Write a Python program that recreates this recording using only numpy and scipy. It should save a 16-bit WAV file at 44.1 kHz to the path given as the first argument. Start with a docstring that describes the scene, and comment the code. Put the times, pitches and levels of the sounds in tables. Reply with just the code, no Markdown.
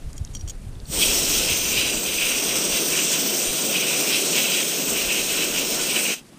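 """Outdoors, a breeze buffets the microphone over a soft bed of leaves and far air, both made of flickering noise.
A pistol-grip hose nozzle is lifted: ringing modes make its loose lever rattle, amid dry ticks and low knocks.
The trigger opens: noise with gliding ridges makes the hissing spray, low noise the roar of water in the hose.
Random drops ring a turning hand, its glove and its palm, and echoes colour the spray and the patter.
The breeze dies down and returns; near the end the trigger shuts and the water stops."""
import sys
import numpy as np
from scipy import signal
from scipy.fft import rfft, irfft, next_fast_len
from scipy.io import wavfile
from scipy.ndimage import uniform_filter1d, map_coordinates

SR = 44100
rng = np.random.default_rng(int(sys.argv[2]) if len(sys.argv) > 2 else 0)


def unload_wav(signal):
    """Save mono or channel-first audio to the path in sys.argv[1] as 16-bit WAV at rate SR, clipped to [-1, 1]."""
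    wavfile.write(
        sys.argv[1],
        SR,
        np.round(np.clip(np.atleast_2d(signal).T, -1, 1) * 32767).astype(np.int16),
    )


N = 281358   # length [samples]


def from_db(db):
    """Turn decibels into an amplitude factor."""
    return 10 ** (np.asarray(db) / 20)


def rms_one(x):
    """Scale a sound to an rms of 1."""
    return x / np.sqrt(np.mean(x ** 2) + 1e-20)


def in_time(*tables):
    """Join tables and draw straight lines between their rows: each column at every sample."""
    s, *columns = np.transpose(np.vstack(tables))
    return [np.interp(np.arange(N) / SR, s, c) for c in columns]


def drift(rate):
    """Slow random wandering of spread 1: smoothed noise, quicker for a higher rate."""
    r = np.exp(-80 * np.pi * rate / SR)
    noise = rng.standard_normal(N // 40 + 2002)   # one value per 40 samples
    slow = signal.lfilter([1], [1, -2 * r, r * r], noise)[2000:]   # drop the filter's start-up
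    return np.interp(np.arange(N) / 40, np.arange(len(slow)), rms_one(slow))


def bands(spectrum, count):
    """Split coloured noise into overlapping bands (centre [Hz], band) whose sum has rms 1."""
    size = next_fast_len(N)
    log_hz = np.log(np.maximum(np.arange(size // 2 + 1) * SR / size, 1))
    at, db = np.log(np.array(spectrum)[:, 0]), np.array(spectrum)[:, 1]
    below = np.minimum(log_hz - at[0], 0) * 30     # falls away under the first point
    coloured = rfft(rng.standard_normal(size)) * from_db(np.interp(log_hz, at, db) + below)
    coloured /= np.std(irfft(coloured, size))
    centres = np.linspace(at[0], at[-1], count)
    pairs = []
    for centre, one in zip(centres, np.eye(count)):
        share = np.interp(log_hz, centres, one)   # a triangle around this centre
        pairs.append((np.exp(centre), irfft(coloured * share, size)[:N]))
    return pairs


def patchy(spectrum, count, shared_db, own_db, rate):
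    """Coloured noise whose bands flicker partly together, partly alone."""
    together = shared_db * drift(rate)
    return sum(from_db(together + own_db * drift(rate)) * band for hz, band in bands(spectrum, count=count))


def resonate(x, modes):
    """Ring a sound through resonances side by side, with alternating signs."""
    out = 0
    for k, (hz, width, db) in enumerate(modes):
        r = np.exp(-np.pi * width / SR)
        feedback = [1, -2 * r * np.cos(2 * np.pi * hz / SR), r * r]
        out = out + (-1) ** k * from_db(db) * signal.lfilter([1 - r * r, 0, r * r - 1], feedback, x)
    return out


def ridge(hz, width, drive=1):
    """Noise in a resonance with a moving centre: slow noise carried on a gliding tone; rms 1."""
    r = np.exp(-np.pi * width / SR)
    noise = rng.standard_normal(N) + 1j * rng.standard_normal(N)
    slow = signal.lfilter([1], [1, -2 * r, r * r], drive * noise)
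    return rms_one(np.real(slow * np.exp(2j * np.pi * np.cumsum(hz) / SR)))


def swells(steady_db, middles, levels_db, halves, edge=2):
    """A steady level with bell-shaped swells added in power: a gain at every sample."""
    t = np.arange(0, N + 40, 40) / SR
    shapes = np.exp(-np.abs((t - np.c_[middles]) / np.c_[halves]) ** edge)
    bells = from_db(levels_db) ** 2 @ shapes
    return np.sqrt(from_db(steady_db) ** 2 + np.interp(np.arange(N) / SR, t, bells))


# The breeze dies down and returns: (time [s], buffeting level [dB])
BREEZE = [(0, -36), (.7, -33), (1.5, -38), (2.4, -48.5), (3.4, -57), (4.78, -68), (4.87, -50), (5.55, -48),
          (5.9, -59), (6.38, -63)]
# Single puffs on the microphone port: (middle time [s], level [dB])
PUFFS = [(.07, -32), (.219, -29), (1.328, -30), (1.513, -38), (1.79, -37), (2.228, -44), (2.731, -39),
         (3.495, -38), (4.9, -50), (5.07, -41), (5.709, -49), (5.83, -45)]
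# Colour of the buffeting: (frequency [Hz], relative level [dB per Hz])
GUST_COLOUR = [(12, -21), (20, 3.5), (49, -1), (97, -7.5), (130, -7.5), (157, -16), (334, -44), (500, -51),
               (650, -78), (1100, -120)]
PUFF_HALF_S, FLUTTER_DB, FLUTTER_RATE = 0.022, 1.5, 13.5


def wind():
    """Lumpy low noise as air presses on the microphone port; breeze and puffs set its level."""
    lumps = patchy(GUST_COLOUR, count=5, shared_db=3.5, own_db=2.5, rate=5.7)
    evened = lumps / np.sqrt(uniform_filter1d(lumps ** 2, size=SR // 8) + 1e-9)
    breeze_db = in_time(BREEZE)[0] + FLUTTER_DB * drift(FLUTTER_RATE)
    s, puff_db = np.transpose(PUFFS)
    return swells(breeze_db, s, puff_db, PUFF_HALF_S + 0 * s) * evened


# Colour of leaves and far air: (frequency [Hz], relative level [dB per Hz])
FIELD_COLOUR = [(150, 0), (250, 0.5), (500, -12.5), (1400, -19), (3000, -21.5), (6500, -24), (9000, -22),
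                (11000, -27), (13000, -33), (15300, -40)]
# Loudness of leaves and far air, in two pieces to be joined: (time [s], level [dB])
FIELD_LEVEL = [
    [(0.0, -46), (0.84, -48)],
    [(6.24, -48.5), (6.38, -47.5)],
]


def field():
    """Leaves and far air: a soft bed of noise with quickly flickering bands."""
    level = from_db(in_time(*FIELD_LEVEL)[0])
    return level * patchy(FIELD_COLOUR, count=10, shared_db=1.0, own_db=1.0, rate=25)


# Dry ticks of glove and trigger: (time [s], peak level [dB], centre [Hz], width [Hz])
TICKS = [(0.13, -31, 5800, 5000), (0.1786, -29, 6940, 7000), (0.2487, -26, 5870, 3000),
         (.2747, -39, 3700, 1500), (.350, -30, 7500, 8000), (0.41, -42, 4000, 5000),
         (.4768, -34, 5000, 5000), (.487, -39, 7500, 4040), (0.498, -39, 7000, 6000),
         (.7532, -42, 3200, 1800), (.800, -35.5, 4400, 1800), (0.855, -39, 4360, 890)]


def ticks():
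    """Each tick is a few milliseconds of noise around its centre, too broad to ring on."""
    out, t = np.zeros(N), np.arange(600) / SR
    for (s, peak_db, hz, width), noise in zip(TICKS, rng.standard_normal((len(TICKS), len(t)))):
        body = [(hz, width, 0)]
        burst = resonate(resonate(noise * t * np.exp(-t / 0.00085), body), body)
        out[round(s * SR):][:len(t)] += from_db(peak_db) * burst / np.abs(burst).max()
    return out


# Touches of lever on nozzle body: (time [s], level [dB], lower modes share [dB], upper modes share [dB],
# top mode share [dB], decay time of the rub [s], damping by the grip [times])
RATTLE = [(.158, -52, -26, 3, -30.5, .006, 1.5), (.166, -48, -20, 8, -30, .005, 1.5),
          (.179, -28.5, -14, -6, -40, 0.0027, 2), (.332, -47, -22, 3, -30, 0.0047, 1.3),
          (.338, -40, -14, 3, -34.5, .004, 1.3), (.349, -23.5, -10.5, -5, -34, 0.0032, 1.1),
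          (.366, -29, -12, -11, -30, 0.0039, 0.92), (.392, -35, -14, -10, -30, 0.0044, 1.3),
          (0.409, -30, -13, -13, -26, 0.0033, 1.3), (0.454, -50, -16, -8, -30, 0.0067, 1.3),
          (0.476, -34, -4, 2, -12, 0.0034, 1.3), (.484, -33, -6, 2, -10, 0.0049, 1.5),
          (.496, -27, -8, 2.5, -12, 0.0044, 2.1), (.504, -35, -8, 4, -10, 0.0027, 2.3)]
# What the nozzle body rings: (frequency [Hz], level [dB], time to fade by 60 dB before grip damping [s])
NOZZLE_MODES = [(3210, 3, 0.02), (4500, -5, 0.049), (5785, -2.5, 0.051), (6680, -1, 0.036),
                (7200, -7, 0.027), (7450, -6, .025), (8460, -7.5, 0.037), (9200, -22, .025),
                (14100, -2, .05)]
SCRAPE_DB = -36   # dry scrape against the touch


def rattle():
    """Each touch is a short uneven rub that rings the cast body while the grip damps it."""
    out, chance = np.zeros(N), rng.standard_normal((len(RATTLE), len(NOZZLE_MODES), 1200))
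    t, long = np.arange(1200) / SR, np.arange(4000) / SR
    scrape_band = signal.butter(2, [2500, 9500], "band", fs=SR, output="sos")
    for (s, level_db, lower_db, upper_db, top_db, rub_s, damping), noise in zip(RATTLE, chance):
        rub = np.minimum(t / 0.0011, 1) * np.exp(-t / rub_s)
        i = round(s * SR)
        grit = signal.sosfilt(scrape_band, noise.sum(axis=0) * rub / rub.max())
        out[i:i + len(t)] += from_db(level_db + max(upper_db, 0) + SCRAPE_DB) * grit
        for (hz, db, t60), own in zip(NOZZLE_MODES, noise):
            share_db = lower_db * (hz < 5000) + upper_db * (6000 < hz < 12000) + top_db * (hz > 12000)
            mode = from_db(-60 * damping * long / t60) * np.sin(2 * np.pi * hz * long)
            rung = signal.fftconvolve(own * rub, mode)
            out[i:i + len(rung)] += from_db(level_db + db + share_db - 2) * rung / np.abs(rung).max()
    return out


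# Low knocks: (middle time [s], level [dB], frequency [Hz], half length [s])
THUMPS = [(.216, -15.5, 75, 0.0057), (.443, -23, 83, 0.012), (0.682, -30.5, 101, 0.014),
          (0.902, -22, 137, 0.003)]


def thumps():
    """Each low knock is a brief sine wave, swelling and dying."""
    out, t = np.zeros(N), np.arange(-3000, 3000) / SR
    for s, level_db, hz, half_s in THUMPS:
        knock = np.exp(-(t / half_s) ** 2) * np.sin(2 * np.pi * hz * t)
        out[round(s * SR) - 3000:][:len(t)] += from_db(level_db) * knock
    return out


# The trigger opens and shuts the flow, relative to full flow; the patter obeys it too:
# (time [s], hiss level [dB], roar level [dB], patter level [dB])
VALVE = [(.82, -51, -24, -50), (.87, -28.5, -28, -47), (.93, -8.5, -7.5, -5), (.97, -5, -0.5, -2),
         (1.02, 0, -1, -0.5), (6.12, 0.5, 0.5, 1), (6.138, -2, -2, 2), (6.153, -11, -16, -12),
         (6.195, -22, -17, -12), (6.24, -47, -29, -37)]
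# The running spray: (time [s], hiss level before a fixed boost [dB], whistle band over hiss [dB],
# finest mist over hiss [dB], lower ridge [Hz], upper ridge [Hz], how far these two ridges stand out [dB])
SPRAY = [(1.04, -25, 0, -5.5, 5860, 8360, 0.5), (1.28, -25.5, -4.5, -7, 5630, 8210, 0),
         (1.69, -27.5, -3.5, -5, 5830, 8600, 0), (2.04, -31, -1.5, -6, 6100, 8150, -1),
         (2.27, -29.5, -0.5, -5, 5920, 8450, 0.5), (2.58, -26, -4.5, -8, 5880, 8220, 2),
         (2.89, -28.5, -3, -6, 5930, 8600, 2.5), (2.96, -25.5, -3.5, -9.5, 5880, 8270, 0.5),
         (3.25, -27, -4.5, -5, 5840, 8170, 0.5), (3.49, -29.5, -1.5, -5, 6020, 8450, 1),
         (4.07, -26.5, -4.5, -6.5, 5780, 8300, 0.5), (4.39, -27, -2, -6, 6000, 8286, 0),
         (4.82, -29.5, -3, -5, 6160, 8270, 0), (5.0, -28.5, -3, -6, 5810, 8410, 0.5),
         (5.55, -29.5, -2.5, -5.5, 5920, 8470, 0), (5.62, -29, -5, -7.5, 5830, 8490, 0.5),
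         (6.03, -30.5, 2.5, -3.5, 5800, 8440, 1), (6.12, -28.5, -4.5, -7, 6040, 8400, 1)]
# Colour of the hiss: (frequency [Hz], relative level [dB per Hz])
HISS_COLOUR = [(700, -17), (1700, -14), (2300, -5.5), (3300, -2), (4500, -5), (5200, -5.5), (6000, -2),
               (7300, -0.5), (8500, -0.5), (9600, -6.5), (11000, -24), (12300, -6.5), (13000, -6.5),
               (14500, -4)]
# Colour of the roar in the hose: (frequency [Hz], relative level [dB per Hz])
ROAR_COLOUR = [(59, -76), (100, -52), (123, -44), (142, -7.5), (211, -5.5), (389, -3), (663, -9),
               (861, -17.5), (1500, -20), (1950, -67), (3300, -120)]
# Mist heard differently at the two microphone ports: (frequency [Hz], relative level [dB per Hz])
MIST_APART = [(6350, -60), (10800, -51), (11100, -17), (11400, -6), (12200, 6), (14700, 5.5), (15300, -0.5)]
APART_DB = -1.5
ROAR_DB, ROAR_FOLLOWS_HISS = -31.5, 0.067   # level; dB of roar per dB of hiss
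RIDGE_WIDTHS_HZ, RIDGE_LEVELS_DB = (1270, 810, 900), (-6.5, -8, -15)   # lower, upper, top ridge
TOP_RIDGE_HZ, RIDGE_WANDER = 14050, 0.013   # wander as a share of the frequency
DIP_DB, DIP_DEEPENS = 0.1, 0.55   # the dip between the ridges, deeper as they stand out


def spray():
    """Turbulent hiss at the orifice with ridges and mist, plus roar in the hose; also the left-right part."""
    hiss_db, whistle_db, mist_db, low_hz, upper_hz, ridged_db = in_time(SPRAY)
    dip_db = DIP_DB - DIP_DEEPENS * ridged_db
    valve_db, hose_db, _ = in_time(VALVE)
    running = slice(N // 4, 3 * N // 4)
    roar_db = ROAR_DB + ROAR_FOLLOWS_HISS * (hiss_db - hiss_db[running].mean()) + hose_db
    hiss_db = hiss_db + valve_db
    top_hz = TOP_RIDGE_HZ * (1 + RIDGE_WANDER * drift(1.2))
    apart_noise = patchy(MIST_APART, count=5, shared_db=-1.0, own_db=-0.5, rate=5.2)
    apart = from_db(hiss_db + mist_db + APART_DB) * apart_noise

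    # the hiss colour holds the average balance, so only changes around it remain
    whistle_db = whistle_db - whistle_db[running].mean()
    mist_db = mist_db - mist_db[running].mean()
    hiss, together = 0, 1.0 * drift(27.0)
    for hz, band in bands(HISS_COLOUR, count=22):
        whistling = np.interp(hz, [7000, 8000, 10000, 11500], [0, 1, 1, 0])
        misty = np.interp(hz, [10000, 11500], [0, 1])
        dipping = np.interp(hz, [6200, 7100, 8000], [0, 1, 0])
        flicker_db = together + 1.55 * drift(2.8) + 1.37 * drift(4.6)
        hiss = hiss + from_db(dipping * dip_db + whistling * whistle_db + misty * mist_db + flicker_db) * band

    changes_db = (ridged_db, ridged_db + whistle_db, mist_db)
    centres_hz = (low_hz, upper_hz, top_hz)
    for hz, db, change_db, width in zip(centres_hz, RIDGE_LEVELS_DB, changes_db, RIDGE_WIDTHS_HZ):
        hiss = hiss + from_db(db + change_db + together) * ridge(hz, width)
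    roar = from_db(roar_db) * patchy(ROAR_COLOUR, count=6, shared_db=1.13, own_db=0.03, rate=2.1)
    return from_db(hiss_db + 3.0) * hiss + roar, apart


DROPS_PER_S, DROP_SPREAD_DB = 5000, 1.5


def drops():
    """A dense hail of uneven drops, arriving in clumps; rms 1."""
    sizes_db = DROP_SPREAD_DB * np.minimum(rng.exponential(1, N), 5)
    sizes = from_db(sizes_db) * rng.choice([-1, 1], N)
    landing = rng.random(N) < DROPS_PER_S / SR * from_db(0)
    return rms_one(sizes * landing * from_db(1.4 * drift(23)))


# The hand swings into the thick of the spray: (middle time [s], patter level [dB],
# half length, shortened for the glove [s], taut glove share [dB], cupped palm share [dB], hollow [Hz])
SPLASHES = [(1.025, -23, 0.026, 0, -27, 3010.0), (1.099, -27.0, 0.055, 0, -27, 2890),
            (1.369, -30, 0.11, -0.5, -12, 2860), (1.511, -25.5, 0.04, -9, -16, 2820),
            (1.804, -24, 0.097, -5.5, -21, 2860.0), (2.132, -28.0, 0.075, -6, -21, 2924),
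            (2.246, -23.5, 0.047, -8, -20, 2800.0), (2.349, -28, 0.048, -11, -13.0, 2805),
            (2.542, -31.5, 0.05, -9, -7, 2830), (2.763, -25.5, 0.031, -5, -15, 2754),
            (2.969, -26, 0.041, -7, -10.0, 2734), (3.15, -30, 0.032, -3, -4.5, 2826),
            (3.76, -23.5, 0.029, -6, -31, 2936), (3.895, -27.0, 0.091, -20, -17, 2844),
            (4.038, -30.5, 0.042, -17, -14, 2670.0), (4.149, -24, 0.039, -0.5, -17, 2730.0),
            (4.378, -22.5, 0.029, -2, -14.5, 2743), (4.458, -28.5, 0.031, -4, -15, 2780),
            (4.543, -25, 0.035, 0.5, -17, 2830), (4.6, -25, 0.029, -6, -15, 2760),
            (4.985, -25.0, 0.049, -10.0, -19, 2738), (5.108, -25.5, 0.025, -15, -18, 2750),
            (5.177, -25.0, 0.031, -11.0, -18, 2820), (5.345, -30, 0.042, -9, -10, 2827),
            (5.422, -24.0, 0.026, -8, -18, 2805), (5.578, -28.0, 0.051, -6, -14, 2796),
            (5.815, -36, 0.04, -11, -3, 2844), (5.913, -26, 0.017, -8.0, -22, 2844),
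            (5.98, -23.5, 0.028, -8, -13, 2580), (6.093, -25.5, 0.053, -18, -20, 2660)]
# What drops ring on meat: (frequency [Hz], width [Hz], level [dB])
MEAT = [(2400, 540, 0.5), (2740, 520, 1.5), (3087, 346, -3.5)]
# What drops ring on the taut glove: (frequency [Hz], width [Hz], level [dB])
GLOVE = [(3275, 610, 2.54), (3953, 224, 4.4), (4840, 800, 0.57)]
# What drops ring in the cupped palm: (frequency [Hz], width [Hz], level [dB])
PALM = [(984, 170, 0), (1410, 326, 3), (2190, 1180, 0)]
DRIZZLE_DB = (-35.5, -37, -43.5)   # steady patter between splashes on meat, glove and palm
HOLLOW_DB, HOLLOW_WIDTH_HZ = -4, 760
SPLASH_EDGE, GLOVE_LENGTH_SHARE = 1.86, 0.74   # squareness (2 = bell); the glove is struck more briefly


def patter():
    """Drops ring meat, glove and palm, and the hollow between them, as the hand meets the spray."""
    s, patter_db, half_s, glove_db, palm_db, hollow_hz = np.transpose(SPLASHES)
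    meat_steady, glove_steady, palm_steady = DRIZZLE_DB
    meat = swells(meat_steady, s, patter_db, half_s, SPLASH_EDGE)
    glove = swells(glove_steady, s, patter_db + glove_db, GLOVE_LENGTH_SHARE * half_s, SPLASH_EDGE)
    palm = swells(palm_steady, s, patter_db + palm_db, half_s, SPLASH_EDGE)
    hail, other_hail = drops(), drops()

    def ring(x, modes):
        """Filter twice, so that the valleys between resonances stay dark."""
        return rms_one(resonate(resonate(x, modes), modes))

    hollow = ridge(np.interp(np.arange(N) / SR, s, hollow_hz), HOLLOW_WIDTH_HZ, np.abs(hail))
    near = from_db(-4.5) * ring(hail, MEAT) + from_db(HOLLOW_DB) * hollow
    struck = meat * near + glove * ring(hail, GLOVE) + palm * ring(other_hail, PALM)
    return from_db(in_time(VALVE)[2]) * struck


# Reflection off the moving hand and arm: (time [s], extra path delay [ms])
HAND_ECHO = [(.9, 0.71), (2.0, 0.85), (2.3, 1.6), (2.75, 1.52), (3.2, 2.16), (3.8, 1.6), (4.05, 0.76),
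             (6.2, 0.76)]
HAND_ECHO_DB, GROUND_ECHO_MS, GROUND_ECHO_DB = -15, 2.6, -15.5


def reflect(x):
    """Bright echoes off hand and ground comb the sound; the combs slide as the arms sway."""
    delay_ms, = in_time(HAND_ECHO)
    bright = signal.sosfilt(signal.butter(2, [3500, 10000], "band", fs=SR, output="sos"), x)

    def late(ms):
        """The bright part, delayed by a changing time."""
        return map_coordinates(bright, [np.arange(N) - ms * SR / 1000], order=3)

    hand = from_db(HAND_ECHO_DB) * late(delay_ms)
    ground = from_db(GROUND_ECHO_DB) * late(GROUND_ECHO_MS + 0.166 * drift(0.56))
    return x + hand + ground


LEFT_TREBLE_HZ, LEFT_TREBLE_SHARE = 12000, 0.18


def scene():
    """Add all sources, then spread the fine mist and the highest treble between left and right."""
    jet, apart = spray()
    mid = reflect(jet + patter()) + rattle() + ticks() + thumps() + wind() + field()
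    # only the shortest waves reach the two ports differently, a little stronger on the left
    treble = signal.sosfiltfilt(signal.butter(8, LEFT_TREBLE_HZ, "high", fs=SR, output="sos"), mid)
    side = apart + LEFT_TREBLE_SHARE * treble
    return np.array([mid + side, mid - side])


CUTOFF_HZ = 15270


def record(dry):
    """A steep low-pass filter cuts the top."""
    return signal.sosfilt(signal.ellip(16, .5, 90, CUTOFF_HZ, fs=SR, output="sos"), dry)


dry = scene()
out = record(dry)
unload_wav(out)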